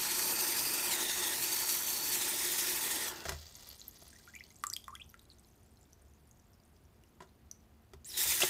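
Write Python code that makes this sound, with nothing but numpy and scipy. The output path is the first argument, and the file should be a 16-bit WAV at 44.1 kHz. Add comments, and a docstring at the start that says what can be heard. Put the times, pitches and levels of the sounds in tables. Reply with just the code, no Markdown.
"""A tap runs over a plastic wristwatch in a washbasin: random droplets and tiny bubbles, coloured by where they land.
The tap is shut with a thud; noisy foam fizzes away and bubbles burst in the drain with gliding chirps.
The watch is put back with soft knocks, the spout whistles and spits, and the jet splashes over it again.
Low ventilation rumble, hum and a thin whine lie beneath; both channels carry the same signal."""
import sys
import numpy as np
from scipy import signal
from scipy.io import wavfile
from scipy.ndimage import uniform_filter1d

SR = 44100
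rng = np.random.default_rng(int(sys.argv[2]) if len(sys.argv) > 2 else 0)


def pcm_store(signal):
    """Save signal as 16-bit PCM."""
    levels = np.round(np.clip(np.atleast_2d(signal), -1, 1) * 32767)
    wavfile.write(sys.argv[1], SR, levels.astype(np.int16).T)


N = 374409
TIME = np.arange(N) / SR
BINS = np.fft.rfftfreq(4096, 1 / SR)

# open jet, before valve and slugs: t/s, spray level/dB, low splatter level/dB
JET_LEVELS = [(0.04, -33, -46), (1.03, -34, -45), (1.08, -35.5, -47.5), (1.76, -33, -49),
              (1.85, -34.5, -50), (2.71, -34, -47.5), (3.06, -37, -48)]
# where the jet lands: t/s, stretch of the resonances/factor, share inside the strap's loop/0-1, colour depth/factor
LANDING_SPOTS = [(.17, 0.957, 0.3, 0.99), (.32, 1.024, 0.4, 1.4), (.76, 1.01, 0.3, 1.1),
                 (.88, 0.96, 0.1, 0.95), (.97, 0.753, 0.02, 0.85), (1.33, 0.75, 0.1, 0.74),
                 (1.45, 1.02, 0.87, .75), (2.14, 0.99, 1, 0.67), (2.28, 0.73, 0.15, 0.41),
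                 (2.78, 0.76, .5, 0.34), (3.0, 0.77, 0, 0.58), (3.2, 0.57, 0, 1.2), (8.15, 0.87, 1, .5),
                 (8.49, 0.71, 0.4, 0.52)]
# splash resonances on the strap, at stretch and depth 1: f/Hz, width/Hz, lift/dB
STRAP_MODES = [(2530, 320, 7.5), (3550, 2800, 1), (4850, 570, 10.5), (6000, 680, 4.5), (7900, 340, -2),
               (8530, 1100, 7.5), (11300, 900, 6.5), (13240, 1500, 4)]
# splash resonances inside the strap's loop, at stretch and depth 1: f/Hz, width/Hz, lift/dB
LOOP_MODES = [(2940, 400, -4.5), (4495, 410, 12.5), (4930, 280, -13), (6130, 690, 6.5), (8100, 950, 4),
              (9200, 850, -0.5), (12760, 630, 8.5)]
# hollows and notches of the basin: f/Hz, width/Hz, lift/dB
BASIN_MODES = [(136.4, 10.4, 10), (328, 37, 5), (361.8, 30, 11), (534, 120, -4), (575, 15, 5),
               (709, 112, -4), (879, 84, 7), (985, 130, 3.5), (1383, 103, 4.5), (1554, 61, -7),
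               (1849, 274, 4.5), (5685, 860, 2), (10460, 680, -5.5)]
# smooth spectrum of the spray: f/Hz, level/dB
SPRAY_SPECTRUM = [(30, -17.5), (100, -13), (250, -1.5), (500, -1.5), (1200, -4), (2500, 0.5), (5000, 1.5),
                  (9000, 4), (13000, 3), (15500, 1.5)]
# heaviest slugs of water slapping down: t/s, rise/dB
HEAVY_SLUGS = [(.187, 3.5), (.389, 3.5), (.475, 2.5), (.565, 3.5), (.658, 2), (1.167, 2.5), (1.423, 4.5),
               (1.688, 4), (2.12, 4.5), (2.299, 2), (2.436, 3), (2.58, 4.5), (2.903, 4), (8.176, 3)]
# smooth spectrum of the ventilation rumble: f/Hz, level/dB
AIR_SPECTRUM = [(15, -45), (25, -18), (66, -1.5), (133, -9.5), (173, -12.5), (227, -13), (322, -17),
                (349, -13.5), (523, -23.5), (722, -20.5), (782, -24), (1170, -27), (3530, -36.5),
                (6210, -42.5), (15500, -40)]
# steady hum and a thin whine: f/Hz, width/Hz, rms level/dB
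HUM_BANDS = [(75.2, 5.3, -76), (223.5, 6.4, -77.5), (12100, 260, -89)]
# smooth spectrum of the foam hiss: f/Hz, level/dB
FOAM_SPECTRUM = [(300, -16), (500, -3), (1200, -7), (2500, -7), (4500, 1.5), (6500, -3.5), (8500, -9),
                 (10400, -27), (12000, -11), (15500, -8.5)]
# knocks of tap, hand and watch, and the blows of the last splash:
# t/s, peak level/dB, decay/s, brightness/dB per octave, share of the watch's own ring/0-1
KNOCK_EVENTS = [(3.2538, -27.5, 0.011, -1.5, 0), (3.285, -30, 0.024, -1, 0.3), (3.293, -19.5, 0.0038, 2, 0),
                (3.32, -32.5, .014, 0, 0.35), (4.023, -47.5, 0.0027, -5.5, 0.3),
                (7.205, -40.5, 0.0075, -3.5, 1), (7.221, -45.5, .012, -2, 1),
                (7.935, -40, 0.0059, -1, 0.66), (8.256, -31.5, .017, 0.5, 0.1), (8.318, -24, 0.0098, 4, 0),
                (8.404, -20.5, 0.028, 4.5, 0), (8.418, -22, .011, 2, 0), (8.433, -16.5, .01, 0, 0)]
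# smooth spectrum of a knock: f/Hz, level/dB
KNOCK_SPECTRUM = [(25, -33), (50, -8), (100, -5), (400, 0.5), (700, 1), (1500, -5.5), (3000, -5.5),
                  (7000, -6.5), (15000, -19)]
# ring of basin and watch in every knock: f/Hz, width/Hz, lift/dB
BODY_MODES = [(134, 22, 1.5), (298, 41, -8.5), (390, 125, 8), (670, 100, 5), (1680, 700, 7.5)]
# ring of the watch case, at full share: f/Hz, width/Hz, lift/dB
CASE_MODES = [(660, 120, 2), (1000, 130, 16), (1380, 130, 7), (1750, 400, -6), (3030, 500, 2),
              (4290, 500, 3)]
# shudders of the plumbing as the flow stops and starts: t/s, level/dB
PIPE_SHUDDERS = [(3.2543, -42), (3.318, -40), (7.935, -49.5), (8.255, -45.5)]
# large bubbles with an opening skin, gliding mostly upwards:
# t/s, level/dB, start f/Hz, end f/Hz, length/s, lingering share/0-1, snap share/0-1
LARGE_BUBBLES = [(4.276, -43.5, 1396, 1750, .023, 0.22, 0.46), (4.342, -49, 2130, 2930, 0.019, .54, .3),
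                 (4.361, -39, 2230, 2700, .02, .08, .3), (4.407, -38, 2100, 2870, .017, 0.089, .15),
                 (4.638, -24, 1160, 2630, 0.098, 0.043, 0.9), (4.881, -34, 1055, 2850, 0.09, 0.17, 0.66),
                 (4.998, -40.5, 2420, 3760, 0.025, 0.34, .1), (5.142, -45, 1290, 1810, 0.024, 0.043, 1),
                 (5.301, -46, 4330, 3650, 0.023, 0.21, 0.26), (8.419, -26, 2600, 4000, .012, .74, .2)]
# loudest bubbles snapping: t/s, peak level/dB, f/Hz
LOUD_POPS = [(3.672, -44, 11200), (3.69, -34, 11900), (3.702, -38.5, 4400), (3.714, -41, 4400),
             (3.881, -29, 12300), (4.081, -42, 11100), (4.352, -37, 6970), (4.4386, -42, 4430),
             (4.6685, -23, 7470), (4.7001, -27, 5930), (4.7315, -29, 8000), (4.736, -25, 4840),
             (4.7645, -26, 3240), (4.842, -42, 3500), (4.9527, -34.5, 3280), (5.093, -47, 5800),
             (5.1, -42, 14500), (5.194, -43, 3810), (5.9312, -46, 6000), (6.312, -47, 6600),
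             (7.037, -52, 2820), (7.5132, -33, 6000)]
# air whistling out of the refilling spout: t/s, length/s, start f/Hz, end f/Hz, rms level/dB
SPOUT_WHISTLES = [(8.042, 0.057, 6170, 11300, -51.5), (8.086, .04, 5720, 4830, -52),
                  (8.131, 0.083, 4014, 3550, -48)]

# shutting: the jet thins to a dribble, which then stops; dribble levels are relative to the open jet
SHUT_S, CLOSING_S, DRY_S = 3.083, 0.067, 3.27
DRIBBLE_SPRAY_DB, DRIBBLE_LOW_DB = -20, -4
# opening: the flow swells steeply, then the full spray arrives with a fading kick of stored pressure
OPEN_S, FULL_S = 8.055, 8.172
SWELL_DB, SWELL_DB_PER_S, SWELL_LOW_DB_PER_S = -2, 157, 260
KICK_DB, KICK_S, REOPENED_LOW_DB = 6.5, 0.59, -5
# lighter slugs fall between the heavy ones at a loose beat; every slug thins out alike
SLUG_GAP_S, SLUG_JITTER_S, SLUG_DB, SLUG_SPREAD_DB, SLUG_THINS_S = .088, 0.014, 2.5, 0.73, 0.06
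ROOM_TONE_DB = -63.5
# foam dies away steadily from the shutting on, over a constant faint film
FOAM_S, HISS_DB, HISS_DB_PER_S, FILM_DB = 3.08, -50, -16, -84.5
CRACKLE_DB, CRACKLE_DB_PER_S = -61.5, -5.5
# the last water gurgles into the plughole in a run of small glugs; level is that of the loudest
GURGLE_S, GURGLE_END_S, GURGLE_DB, GURGLE_HZ, GURGLE_OCTAVES = 4.1, 4.53, -50, 2250, .65
# fainter bubbles snap at random, ever more softly; level is the upper limit at the start
FAINT_S, FAINT_END_S, FAINT_DB, FAINT_DB_PER_S, FAINT_HZ, FAINT_OCTAVES = 3.75, 6.9, -39.5, -5.5, 6910, 0.56
EDGE_HZ = 15600  # top of the recorder's band


def amp(db):
    """Decibels to gain."""
    return 10 ** (np.asarray(db) / 20)


def unit(x):
    """Scales to rms 1."""
    return x / np.sqrt(np.mean(x ** 2) + 1e-20)


def add(mix, s, sound):
    """Mixes a sound in at time s, in place."""
    part = mix[round(s * SR):][:len(sound)]
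    part += sound[:len(part)]


def slope(points):
    """A smooth spectrum in dB on BINS, drawn over log frequency."""
    hz, db = np.transpose(points)
    return np.interp(np.log(BINS + 1), np.log(hz), db)


def lifts(modes, hz=BINS):
    """Resonance bumps and notches in dB."""
    return sum(db / (1 + (1.37 * (hz - centre) / width) ** 2) ** 2 for centre, width, db in modes)


def colour(x, db):
    """Causal minimum-phase filter with the given gain, so that resonances ring after each impact."""
    log_gain = np.log(amp(np.concatenate([db, db[-2:0:-1]])))
    response = np.fft.ifft(np.exp(np.conj(signal.hilbert(log_gain)))).real
    return signal.oaconvolve(x, response)[:len(x)]


def band(x, lo_hz, hi_hz):
    """Band-pass."""
    return signal.sosfilt(signal.butter(2, [lo_hz, hi_hz], "band", fs=SR, output="sos"), x)


def impacts(per_s, spread_db):
    """Random impacts of either sign, a few much larger than the rest."""
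    size = amp(spread_db * np.minimum(rng.exponential(1, N), 5)) * rng.choice([-1, 1], N)
    return unit(size * (rng.random(N) < per_s / SR))


def waver(seconds, size=N):
    """Smooth chance of rms 1."""
    width = max(int(seconds * SR), 2)
    once = uniform_filter1d(rng.standard_normal(size), width)
    return unit(uniform_filter1d(once, width))


def scatter(start, end, spread_db, octaves, count):
    """Loosely spaced chance events: rows of (t/s, level/dB below the top level, factor on the usual pitch)."""
    place, size, pitch = rng.random((count, 3)).T
    times = start + (end - start) * (np.arange(count) + place) / count
    return zip(times, -spread_db * size, 2 ** (octaves * (2 * pitch - 1)))


def snap(hz, cycles, crack):
    """A bursting film: a short crack above the pitch of the cavity, which rings on; peak 1."""
    t = np.arange(2048) / SR
    ring = np.sin(2 * np.pi * hz * t) * np.exp(-t * hz / cycles)
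    burst = rng.standard_normal(len(t)) * np.exp(-t / 0.0011)
    sound = band(ring + crack * burst, 0.82 * hz, 13500)
    return sound / abs(sound).max()


def bubbles(lo_hz, hi_hz, per_s, spread_db, cycles, count=24):
    """A swarm of tiny bubbles: the smaller the cavity, the higher its ring."""
    drive, out = impacts(per_s, spread_db), np.zeros(N)
    kinds = [snap(hz, cycles, crack=0.19) for hz in np.geomspace(lo_hz, hi_hz, count)]
    at = np.flatnonzero(drive)
    for i, kind in zip(at, rng.integers(0, count, len(at))):
        add(out, i / SR, drive[i] * kinds[kind])
    return unit(out)


def jet():
    """Droplets and bubbles, coloured by the spot they land on and by the basin."""
    s, spray_db, low_db = np.transpose(JET_LEVELS)
    spray_open, low_open = valve()
    drops = impacts(per_s=16000, spread_db=2.0)
    drops += amp(-13.0) * bubbles(1499, 15240, per_s=2600, spread_db=1.1, cycles=10.3)
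    in_basin = colour(drops, slope(SPRAY_SPECTRUM) + lifts(BASIN_MODES))
    splash = landing(in_basin, patchy_db=1.0, flicker_db=1.4, echo_ms=0.499, echo_db=-21.5)

    low = signal.sosfiltfilt(signal.butter(2, 1500, fs=SR, output="sos"), splash)
    top = signal.sosfiltfilt(signal.butter(2, 9000, "high", fs=SR, output="sos"), splash)
    middle = splash - low - top
    spray = middle * amp(.8 * waver(.008)) + top * amp(1.5 * waver(.01))
    spray /= np.sqrt(uniform_filter1d(spray ** 2, size=SR // 4))  # the spot sets the colour, not the level
    spray *= spray_open * amp(np.interp(TIME, s, spray_db))
    splatter = unit(low) * amp(np.interp(TIME, s, low_db) + 0.42 * waver(0.012))
    # the low splatter flows evenly; only the fine spray follows the slugs
    return spray * surge() + low_open * splatter


def landing(x, patchy_db, flicker_db, echo_ms, echo_db):
    """The colour of the spot: its pattern slides with the geometry, and the shifting water film blurs it."""
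    hz, t, z = signal.stft(x, SR, nperseg=512, noverlap=384)
    s, *columns = np.transpose(LANDING_SPOTS)
    stretch, in_loop, depth = (np.interp(t, s, column) for column in columns)
    seen_hz = hz[:, None] / stretch
    on_strap = 1 - in_loop
    db = depth * (on_strap * lifts(STRAP_MODES, seen_hz) + in_loop * lifts(LOOP_MODES, seen_hz))
    slow, fast = rng.standard_normal((2, len(hz), len(t)))
    patches = uniform_filter1d(uniform_filter1d(slow, size=5, axis=0), size=45, axis=1)
    flicker = uniform_filter1d(uniform_filter1d(fast, size=7, axis=0), size=7, axis=1)
    db += patchy_db * unit(patches) + flicker_db * unit(flicker)
    # a reflection from the basin wall; its delay is echo_ms at stretch 1
    comb = 1 - amp(echo_db) * np.exp(-2j * np.pi * seen_hz * echo_ms / 1000)
    return unit(signal.istft(z * amp(db) * comb, SR, nperseg=512, noverlap=384)[1][:N])


def surge():
    """Each slug hits at once and thins out; light ones fill the time between the heavy ones."""
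    slugs = list(HEAVY_SLUGS)
    edges = [0] + [s for s, _ in HEAVY_SLUGS] + [N / SR]
    chance = iter(rng.standard_normal((400, 2)))
    for start, end in zip(edges, edges[1:]):
        steps = max(round((end - start) / SLUG_GAP_S), 1)
        beats = np.linspace(start, end, steps + 1)[1:-1]
        for s, (late, size) in zip(beats, chance):
            slugs.append((s + SLUG_JITTER_S * late, SLUG_DB + SLUG_SPREAD_DB * size))
    db = np.zeros(N)
    thinning = np.exp(-(TIME[:SR // 4] / SLUG_THINS_S) ** 2)
    for s, rise_db in slugs:
        add(db, max(s, 0), rise_db * thinning)
    return amp(uniform_filter1d(db, size=220) - 1.5)  # 5 ms of smoothing softens each onset


def valve():
    """Gains of the spray and of the low splatter as the tap is shut and opened again."""
    closed = np.clip((TIME - SHUT_S) / CLOSING_S, 0, 1)
    running = np.clip((DRY_S - TIME) / 0.045, 0, 1)
    early, since = np.maximum(FULL_S - TIME, 0), np.maximum(TIME - FULL_S, 0)
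    swell_db = SWELL_DB - SWELL_DB_PER_S * early
    spray_db = np.where(TIME < FULL_S, swell_db, KICK_DB * np.exp(-since / KICK_S))
    low_db = REOPENED_LOW_DB - SWELL_LOW_DB_PER_S * early
    gains = [running * amp(closed * dribble_db) + (TIME > OPEN_S) * amp(again_db)
             for dribble_db, again_db in [(DRIBBLE_SPRAY_DB, spray_db), (DRIBBLE_LOW_DB, low_db)]]
    return uniform_filter1d(np.array(gains), size=220)


def room_tone():
    """Low ventilation rumble as coloured noise, with a hum and a thin whine as narrow noise bands."""
    out = amp(ROOM_TONE_DB) * unit(colour(rng.standard_normal(N), slope(AIR_SPECTRUM)))
    for hz, width, db in HUM_BANDS:
        out += amp(db) * unit(band(rng.standard_normal(N), hz - width / 2, hz + width / 2))
    return out


def foam():
    """Bursting foam: hiss in clumps of tiny impacts, and a brighter crackle, both fading."""
    age = np.maximum(TIME - FOAM_S, 0)
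    hiss = unit(colour(impacts(per_s=1600, spread_db=3.0), slope(FOAM_SPECTRUM)))
    hiss += amp(-6.0) * bubbles(3500, 7000, per_s=380, spread_db=9.5, cycles=5.1)
    clumps = unit(amp(2.5 * waver(0.0069)))
    crackle = bubbles(5460, 13570, per_s=200, spread_db=3.5, cycles=7.5)
    hiss_gain = amp(HISS_DB + HISS_DB_PER_S * age) + amp(FILM_DB)
    crackle_gain = amp(CRACKLE_DB + CRACKLE_DB_PER_S * age)
    return (TIME > FOAM_S) * (hiss * clumps * hiss_gain + crackle * crackle_gain)


def knocks():
    """Dull and bright blows through the basin, and the low shudder of the plumbing."""
    out, t = np.zeros(N), np.arange(SR // 2) / SR
    for s, db, decay, bright_db, watch_share in KNOCK_EVENTS:
        push = rng.standard_normal(len(t)) * np.exp(-t / decay)  # the noisy tail after the contact
        push[:3] += 2  # the contact itself
        body = slope(KNOCK_SPECTRUM) + lifts(BODY_MODES) + watch_share * lifts(CASE_MODES)
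        tilt = bright_db * np.log2(BINS / 1000 + 0.081)
        blow = colour(push, body + tilt)
        add(out, s, amp(db) * blow / abs(blow).max())
    shudder = thud(t, hz=76.3, decay=0.046)
    shudder += 0.67 * thud(t, hz=136.3, decay=0.0316) + 0.45 * thud(t, hz=51.7, decay=.035)
    for s, db in PIPE_SHUDDERS:
        add(out, s, amp(db) * shudder)
    return out


def thud(t, hz, decay):
    """A low mode of the plumbing swells and dies."""
    return np.sin(2 * np.pi * hz * t) * (1 - np.exp(-t / 0.01)) * np.exp(-t / decay)


def drain():
    """Bubbles burst over the plughole; the widening hole lifts the pitch of most large ones."""
    out = np.zeros(N)
    gurgle = []
    for s, db, pitch in scatter(GURGLE_S, GURGLE_END_S, spread_db=8.5, octaves=GURGLE_OCTAVES, count=9):
        hz = GURGLE_HZ * pitch
        gurgle.append((s, GURGLE_DB + db, hz, 1.18 * hz, 0.0175, .2, .5))  # columns as in LARGE_BUBBLES
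    for s, db, start_hz, end_hz, length, linger, snap_share in LARGE_BUBBLES + gurgle:
        bubble = glug(start_hz, end_hz, length, linger, snap_share)
        add(out, s, amp(db) * bubble)
        add(out, s, amp(db) * snap_share * snap(1.25 * start_hz, cycles=0.67, crack=0.52))

    faint = [(s, FAINT_DB + FAINT_DB_PER_S * (s - FAINT_S) + db, FAINT_HZ * pitch)
             for s, db, pitch in scatter(FAINT_S, FAINT_END_S, spread_db=10.5, octaves=FAINT_OCTAVES, count=18)]
    for s, db, hz in LOUD_POPS + faint:
        crack = 0.34 * (1 + (3600 / hz) ** 4)  # a larger film tears with a harder crack
        add(out, s, amp(db) * snap(hz, cycles=7.0, crack=crack))
    return signal.sosfilt(signal.butter(2, 600, "high", fs=SR, output="sos"), out)  # small cavities radiate no bass


def glug(start_hz, end_hz, length, linger, snap_share):
    """The ring of one large bubble, its pitch gliding as the skin opens."""
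    size = int(length * SR)
    t = np.arange(size) / SR
    opening = (t / length) ** (1 + length / .027)  # a large skin holds longer before it gives way
    recoil = 1 + 0.41 * snap_share * np.exp(-t / 0.00092)  # a hard snap starts sharp and settles
    hz = start_hz * (end_hz / start_hz) ** opening * recoil
    hz *= 1 + .025 * waver(.001, size=size)
    flutter = amp(4 * waver(.0037, size=size))
    fade = (1 - linger) * np.exp(-t / 0.0032) + linger * np.exp(-t / 0.1) * flutter
    fade *= np.minimum((length - t) / 0.0014, 1)
    fade *= 1 - np.exp(-t * snap_share / .00006)  # soft bursts swell in
    return fade * np.sin(2 * np.pi * np.cumsum(hz) / SR)


def spout():
    """Trapped air squeals out ahead of the water, in a narrow gliding band of noise."""
    out = np.zeros(N)
    for s, length, start_hz, end_hz, db in SPOUT_WHISTLES:
        size = int(length * SR)
        carrier = np.exp(2j * np.pi * np.cumsum(np.linspace(start_hz, end_hz, size)) / SR)
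        flutter = 1.1 + waver(0.00075, size=size) + 1j * waver(0.0013, size=size)
        whistle = (carrier * flutter).real * signal.windows.tukey(size, .3)
        add(out, s, amp(db) * unit(whistle))
    add(out, 8.046, amp(-40.5) * snap(hz=3860, cycles=2.6, crack=1.2))  # the first spit
    return out


def bathroom(x, rim_db, wall_db, tail_db, t60):
    """Echoes from the rim of the basin, a slap from the ceiling and a short tail, all as shaped noise."""
    t = np.arange(SR // 2) / SR
    rim, wall, tail = rng.standard_normal((3, len(t)))
    rim = rim * np.exp(-t / 0.0026) * (t > .0006)
    wall = wall * np.exp(-abs(t - .0095) / 0.0017)
    tail = tail * amp(-60 * t / t60) * (t > .005)
    parts = [(rim_db, rim), (wall_db, wall), (tail_db, tail)]
    echoes = sum(amp(db) * part / np.linalg.norm(part) for db, part in parts)
    return x + signal.oaconvolve(x, echoes)[:N]


def scene():
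    """The small sounds get the echoes, jet and room tone stay direct; both channels are alike."""
    small = foam() + knocks() + drain() + spout()
    echoing = bathroom(small, rim_db=-9, wall_db=-15, tail_db=-13, t60=0.25)
    mono = jet() + room_tone() + echoing
    return np.array([mono, mono])


def record(dry):
    """The recorder's band limit: a steep low-pass."""
    lowpass = signal.firwin(511, EDGE_HZ, window=("kaiser", 9), fs=SR)
    return signal.oaconvolve(dry, lowpass[None], "same")


dry = scene()
out = record(dry)
pcm_store(out)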